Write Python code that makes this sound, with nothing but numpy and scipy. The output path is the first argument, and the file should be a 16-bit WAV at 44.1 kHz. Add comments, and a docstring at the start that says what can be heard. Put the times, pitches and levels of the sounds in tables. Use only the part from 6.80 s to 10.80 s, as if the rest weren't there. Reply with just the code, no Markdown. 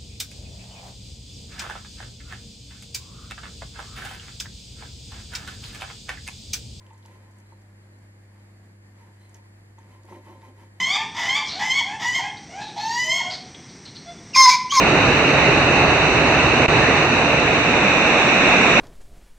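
"""A kitchen counter, close up in stereo: a silicone brush very quietly oils a metal muffin tin.
From the start its bristles slip over the steel and ring the cups; the head bumps the wall, the oil
film snaps and the rubber squeaks faintly. After a second the strokes thin out, then pick up at
2.2 s and press hardest near 3.3 s, where the tray booms, before easing off.
A mains hum and the even hiss of the room lie under it all."""
import sys
import numpy as np
from scipy import signal
from scipy.fft import rfft, irfft
from scipy.io import wavfile

SR = 44100
rng = np.random.default_rng(int(sys.argv[2]) if len(sys.argv) > 2 else 0)


def digitize_waveform(pressure):
    """Quantize a signal to 16-bit integers and store it at the path in sys.argv[1].

    Rows of a 2-D input are taken as channels; values are limited to [-1, 1].
    """
    field = np.atleast_2d(pressure).T
    bounded = np.clip(field, -1, 1)
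    quanta = np.round(bounded * 32767).astype(np.int16)
    wavfile.write(sys.argv[1], SR, quanta)


N = 176400

# Brush strokes. Each row: peak time in seconds, length in seconds, then cup ring, tray boom and
# bristle swish in relative dB.
BRUSH_STROKES = [(.005, 0.097, -4, -16.5, -7), (0.143, 0.099, -6.5, -34, -8), (0.312, 0.11, -4.5, -10, 0),
                 (0.464, 0.086, -5.5, -35, -11), (0.63, 0.22, -17.5, -28, -11), (1.03, 0.23, -26, -17, -25),
                 (1.596, 0.092, -11, -23, -8.5), (2.219, 0.095, -4.5, -17.5, -4.5),
                 (2.447, 0.1, -12, -36, -3), (2.57, 0.038, -2, -15, 0), (2.657, 0.054, -11, -34, -13),
                 (3.016, 0.078, -6.5, -20, -5.5), (3.15, 0.071, -2, -14, -2), (3.314, 0.058, 3, 2.5, 4),
                 (3.359, 0.056, 2.5, 1, 3.5), (3.497, 0.091, 5, 0.5, 3.5), (3.656, 0.064, 4, -1.5, 2),
                 (3.812, 0.071, 0.5, -8, 0), (3.989, 0.074, -9.5, -11, -9)]
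# The head meets the cup wall. Each row: start in seconds, cup knock and tray thud in relative dB.
HEAD_BUMPS = [(.107, -1.5, -12), (.2545, -3.5, -11), (.722, -3, -6.5), (2.9828, -.5, -9), (3.2465, -10, -3),
              (3.2865, -2, -7), (3.3135, -8, 1), (3.3238, 7, 6), (3.4695, 2, -9), (3.4955, 0, 3.5),
              (3.6315, -7, -10), (3.7965, -5, -15)]
# Snapping oil and flicking bristles. Each row: start in seconds, level in relative dB, centre in Hz,
# spread as a ratio to either side, decay in seconds.
OIL_SNAPS = [(0.0646, -1, 3020, 1.2, 0.0019), (.065, -7, 5000, 1.6, .002), (0.1038, -8, 2420, 1.4, 0.0036),
             (.131, -13, 7400, 1.13, .008), (.141, -13, 4200, 1.1, .004), (.177, -14, 6700, 1.5, 0.0093),
             (0.226, -8, 3750, 1.3, 0.0034), (0.251, -7.5, 3430, 1.4, 0.0061), (0.2596, 2, 4860, 2, 0.002),
             (0.509, -17.5, 7200, 1.3, 0.012), (0.584, -10, 8000, 1.3, 0.0041),
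             (0.601, -10, 7000, 1.35, .003), (0.816, -15, 4900, 1.7, 0.0066),
             (1.1867, -14, 6960, 1.4, .003), (1.594, -26, 4200, 0.98, 0.0094),
             (2.4932, -7, 7400, 1.15, 0.0038), (2.5434, -7, 7500, 1.5, .004),
             (2.5445, 4, 6070, 1.1, 0.0029), (2.5452, -5.5, 3120, 1.07, 0.0038),
             (2.567, -6, 7000, 2, 0.0022), (2.688, -9, 10000, 1.1, 0.001), (2.982, -12, 3200, 1.2, 0.0051),
             (2.9848, -10, 6900, 1.06, 0.006), (3.028, -16, 3900, 1.4, .004),
             (3.233, -7.5, 5000, 1.6, 0.0024), (3.252, -5.5, 8000, 1.5, 0.0024),
             (3.617, -6.5, 3940, 1.03, 0.0026), (3.832, -11, 6000, 1.3, .002)]
# Rubber squeaks. Each row: start in seconds, length in seconds, level in dB.
RUBBER_SQUEAKS = [(0.657, 0.025, -78), (0.694, 0.091, -78), (1.032, 0.059, -84), (1.128, 0.05, -80),
                  (2.397, 0.078, -71.5)]
# Modes of the tin. 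Each row: frequency in Hz, level in relative dB, seconds to fall by 60 dB.
TIN_MODES = [(258, -1.5, 0.13), (337.5, -1, 0.089), (354, -1.5, 0.08), (431, -5.5, 0.12), (529.5, -2, 0.15),
             (596, -3.5, 0.085), (634, -11, 0.043), (755, -8, 0.045), (867, -5, 0.069), (906, 2, 0.091),
             (923.5, -6.5, 0.088), (1019, -2.5, 0.098), (1031, -5, 0.18), (1333, -7.5, 0.034),
             (1986, -2, 0.023), (2095, -9, 0.034), (2340, -10, 0.023), (3083, -20.5, 0.029),
             (3620, -21, 0.01), (3990, -28.5, 0.051), (6190, -22, 0.019), (7260, -46, 0.009),
             (8730, -29, 0.026), (11550, -26, 0.025)]
# Colours of the sliding bristles and oily crackle. Each row: frequency in Hz, level in relative dB.
SWISH_COLOUR = [(150, -44), (400, 23), (1300, 5.5), (2400, 9), (3400, 3.5), (5200, -1), (6500, -16),
                (8600, -3), (10500, -6), (11700, -28), (12600, -3), (15000, -46)]
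CRACKLE_COLOUR = [(800, -17), (2000, 22.5), (3300, -14), (6000, 4.5), (9000, -11), (12000, -1),
                  (14000, -29)]
# Width of the brush sounds at the microphone. Each row: frequency in Hz, side over mid in dB.
STEREO_WIDTH = [(100, -5), (350, -22), (900, -11.5), (1500, -5), (2500, 1.5), (3200, -4), (5000, -1.5),
                (12000, 4.5)]
# Steady tones in the kitchen. Each row: frequency in Hz, level in dB.
HUM_TONES = [(49, -71.5), (100, -50.5), (200, -65), (300, -73.5), (339, -69.5), (400, -77), (490, -77.5),
             (528, -80.5), (595, -80.5)]
# Room tone in the mid and side channels. Each row: frequency in Hz, level in relative dB.
ROOM_MID_COLOUR = [(20, -20), (45, -1.5), (80, 1), (130, 3), (240, 3.5), (400, -7), (700, -7), (1000, -8.5),
                   (1350, -14), (1750, -7.5), (2100, -11), (2700, -21.5), (4000, -26.5), (4600, -27),
                   (5900, -28), (7700, -26), (12300, -29), (13000, -41), (15000, -50)]
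ROOM_SIDE_COLOUR = [(30, -14), (90, -18), (150, -6.5), (290, -4.5), (550, -5), (860, -7), (1350, -10),
                    (1830, -3.5), (2700, -13.5), (3600, -18), (4600, -18), (5800, -21), (7700, -17),
                    (12300, -21.5), (13000, -27.5), (15000, -51)]
# Narrow humps in the hiss. Each row: centre in Hz, half width in Hz, lift in dB.
HISS_HUMPS = [(4560, 370, 5.5), (7170, 190, 9), (8580, 100, 4), (10800, 58, 3.5), (13300, 29, 8)]

BOOM_BELOW_HZ, GLINT_ABOVE_HZ = 790, 2800
TRAY_MODES = [m for m in TIN_MODES if m[0] < BOOM_BELOW_HZ]
CUP_MODES = [m for m in TIN_MODES if BOOM_BELOW_HZ <= m[0] < GLINT_ABOVE_HZ]
GLINT_MODES = [m for m in TIN_MODES if m[0] >= GLINT_ABOVE_HZ]

CUP_DB, BOOM_DB, GLINT_DB, SWISH_DB, CRACKLE_DB = -57, -52, -73.5, -64, -69.5
BUMP_DB, SNAP_DB, SNAP_RING_DB = -23.3, -49.5, -19
KNOCK_HZ, KNOCK_FALLOFF_DB, KNOCK_T60_S, THUD_T60_S = 900, 14, 0.06, 0.055
SNAP_TOP_HZ, SNAP_ATTACK_S = 12500, 0.0008
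SQUEAK_HZ, OVERTONE_HZ, OVERTONE_DB = 4090, 8460, -8
ROOM_T60_S, ROOM_TAIL_DB = 0.17, -9.5
LOW_CUT_HZ, HIGH_CUT_HZ = 39, 14800


def brushing():
    """Slipping bristles swish and crackle, ring the cup with a glint on top and make the tray boom."""
    cup_db, boom_db, swish_db = np.transpose(BRUSH_STROKES)[2:]
    sliding = pressure(swish_db, lead_s=0.013)
    cup = amp(CUP_DB) * ring(slips() * pressure(cup_db, lead_s=0.01), CUP_MODES)
    boom = amp(BOOM_DB) * ring(slips() * pressure(boom_db), TRAY_MODES)
    glint = amp(GLINT_DB) * ring(slips() * sliding, GLINT_MODES)
    swish = amp(SWISH_DB) * unit(colour(slips(), SWISH_COLOUR)) * sliding
    return cup + boom + glint + swish + oil_crackle() * sliding


def slips(per_s=2500, spread_db=1, max_lift_db=4):
    """Single bristles let go in tiny random impulses, a few of them larger."""
    size = amp(np.minimum(spread_db * rng.exponential(1, N), max_lift_db))
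    direction = rng.choice([-1., 1.], N)
    slipping = rng.random(N) < per_s / SR
    return unit(size * direction * slipping)


def pressure(levels_db, lead_s=0):
    """The push of the brush: each stroke swells quickly and dies away more slowly."""
    t = np.arange(N) / SR + lead_s
    power = np.zeros(N)
    for (peak, length, *_), db in zip(BRUSH_STROKES, levels_db):
        width = length * np.where(t < peak, 0.43, 0.67)
        power += amp(db) ** 2 * np.exp(-((t - peak) / width) ** 2)
    return np.sqrt(power)


def ring(force, modes, attack_s=0.0063):
    """A force sets the steel ringing in damped modes."""
    t = np.arange(SR // 4) / SR
    # Dividing by the root of t60 keeps a long mode from carrying more energy.
    body = sum(amp(db - 60 * t / t60) / np.sqrt(t60) * np.sin(2 * np.pi * hz * t)
               for hz, db, t60 in modes)
    body *= 1 - np.exp(-t / attack_s)
    return signal.fftconvolve(force, body / np.linalg.norm(body))[:N]


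def head_bumps():
    """The soft head knocks on the cup and thuds the tray; both die away quickly under its touch."""
    knock, thud = np.zeros((2, N))
    for start, knock_db, thud_db in HEAD_BUMPS:
        add(knock, start, amp([knock_db]))
        add(thud, start, amp([thud_db]))
    cup = [(hz, db - KNOCK_FALLOFF_DB * abs(np.log2(hz / KNOCK_HZ)) ** 0.5, KNOCK_T60_S)
           for hz, db, _ in CUP_MODES + GLINT_MODES]
    tray = [(hz, db, THUD_T60_S) for hz, db, _ in TRAY_MODES]
    return amp(BUMP_DB) * (ring(knock, cup, attack_s=0.0015) + ring(thud, tray, attack_s=0.0015))


def oil_snaps():
    """Each film of oil breaks with a short spit that also rings the tin's upper modes."""
    spits = np.zeros(N)
    t = np.arange(SR // 20) / SR
    for start, db, hz, spread, decay in OIL_SNAPS:
        spread = max(spread, 1.1)
        edges_hz = [hz / spread, min(hz * spread, SNAP_TOP_HZ)]
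        band = signal.butter(2, edges_hz, "band", fs=SR, output="sos")
        noise = unit(signal.sosfilt(band, rng.standard_normal(len(t))))
        envelope = np.exp(-t / decay) * (1 - np.exp(-t / SNAP_ATTACK_S))
        add(spits, start, amp(db + SNAP_DB) * noise * envelope)
    return spits + amp(SNAP_RING_DB) * ring(spits, GLINT_MODES)


def oil_crackle():
    """Single oily bristles unstick in sparse, uneven ticks."""
    ticks = slips(per_s=590, spread_db=6.5, max_lift_db=19.5)
    return amp(CRACKLE_DB) * unit(colour(ticks, CRACKLE_COLOUR))


def rubber_squeaks():
    """Silicone sticks and slips on the coating in a thin, stuttering tone with one overtone."""
    out = np.zeros(N)
    for start, length, db in RUBBER_SQUEAKS:
        progress = np.arange(0, 1, 1 / (length * SR))
        pitch_ratio = 1 + 0.017 * wander(rate_hz=600)[:len(progress)]
        phase_per_hz = 2 * np.pi * np.cumsum(pitch_ratio) / SR
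        tone = np.sin(phase_per_hz * SQUEAK_HZ) + amp(OVERTONE_DB) * np.sin(phase_per_hz * OVERTONE_HZ)
        grip = wander(rate_hz=70)[:len(progress)]
        envelope = np.sin(np.pi * progress ** 0.37) ** 0.5
        add(out, start, amp(db) * unit(tone * grip * envelope))
    return out


def kitchen(direct):
    """The direct sound reaches the microphone with a short room tail; returns mid and side."""
    t = np.arange(SR // 3) / SR
    reflections = rng.standard_normal((2, len(t))) * (rng.random((2, len(t))) < 0.1)
    reflections *= amp(-60 * t / ROOM_T60_S) * (t > 0.004)  # none in the first 4 ms
    tail_mid, tail_side = [amp(ROOM_TAIL_DB) * signal.fftconvolve(direct, taps / np.linalg.norm(taps))
                           for taps in reflections]
    shifted = signal.hilbert(direct).imag  # sets left and right apart in phase
    return direct + tail_mid[:N], colour(shifted + tail_side[:N], STEREO_WIDTH)


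def appliance_hum():
    """Mains hum and faint motor tones, each wavering slightly in level and phase."""
    t = np.arange(N) / SR
    out = np.zeros(N)
    for hz, db in HUM_TONES:
        level = amp(db) * np.sqrt(2) * (1 + 0.0072 * wander(rate_hz=7.2))
        phase = 2 * np.pi * (hz * t + rng.random()) + 0.015 * wander(rate_hz=6)
        out += level * np.sin(phase)
    return out


def room_tone(curve, db):
    """Even background noise with narrow humps in its hiss; the level wanders by about 1 dB."""
    f = np.fft.rfftfreq(N, 1 / SR)
    humps_db = sum(lift * np.exp(-((f - hz) / width) ** 2) for hz, width, lift in HISS_HUMPS)
    noise = irfft(rfft(rng.standard_normal(N)) * amp(humps_db), N)
    return amp(db + wander(rate_hz=9.5)) * unit(colour(noise, curve))


def amp(db):
    """Decibels to gain."""
    return 10 ** (np.asarray(db) / 20)


def unit(x):
    """Scales to rms 1."""
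    return x / np.sqrt(np.mean(x ** 2) + 1e-20)


def add(mix, start_s, sound):
    """Mixes a sound in at its start time."""
    part = mix[max(round(start_s * SR), 0):][:len(sound)]
    part += sound[:len(part)]


def colour(x, curve):
    """Filters by a curve. Each row: frequency in Hz, gain in dB."""
    hz, db = np.transpose(curve)
    f = np.fft.rfftfreq(len(x), 1 / SR)
    gain = amp(np.interp(np.log(f + 1), np.log(hz), db))
    return irfft(rfft(x) * gain, len(x))


def wander(rate_hz):
    """Smooth random motion of rms 1."""
    f = np.fft.rfftfreq(N, 1 / SR)
    return unit(irfft(rfft(rng.standard_normal(N)) / (1 + (f / rate_hz) ** 4), N))


def scene():
    """Brush and tin on the counter with the humming kitchen behind, as left and right."""
    mid, side = kitchen(oil_snaps() + brushing() + head_bumps() + rubber_squeaks())
    mid += appliance_hum() + room_tone(ROOM_MID_COLOUR, db=-58.5 - 1)
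    side += room_tone(ROOM_SIDE_COLOUR, db=-61.5)
    return np.array([mid + side, mid - side])


def record(dry):
    """The microphone's low cut and band limit."""
    low_cut = signal.butter(4, LOW_CUT_HZ, "high", fs=SR, output="sos")
    high_cut = signal.firwin(511, HIGH_CUT_HZ, window=("kaiser", 9), fs=SR)
    return signal.oaconvolve(signal.sosfilt(low_cut, dry), high_cut[None], "same")


dry = scene()
out = record(dry)
digitize_waveform(out)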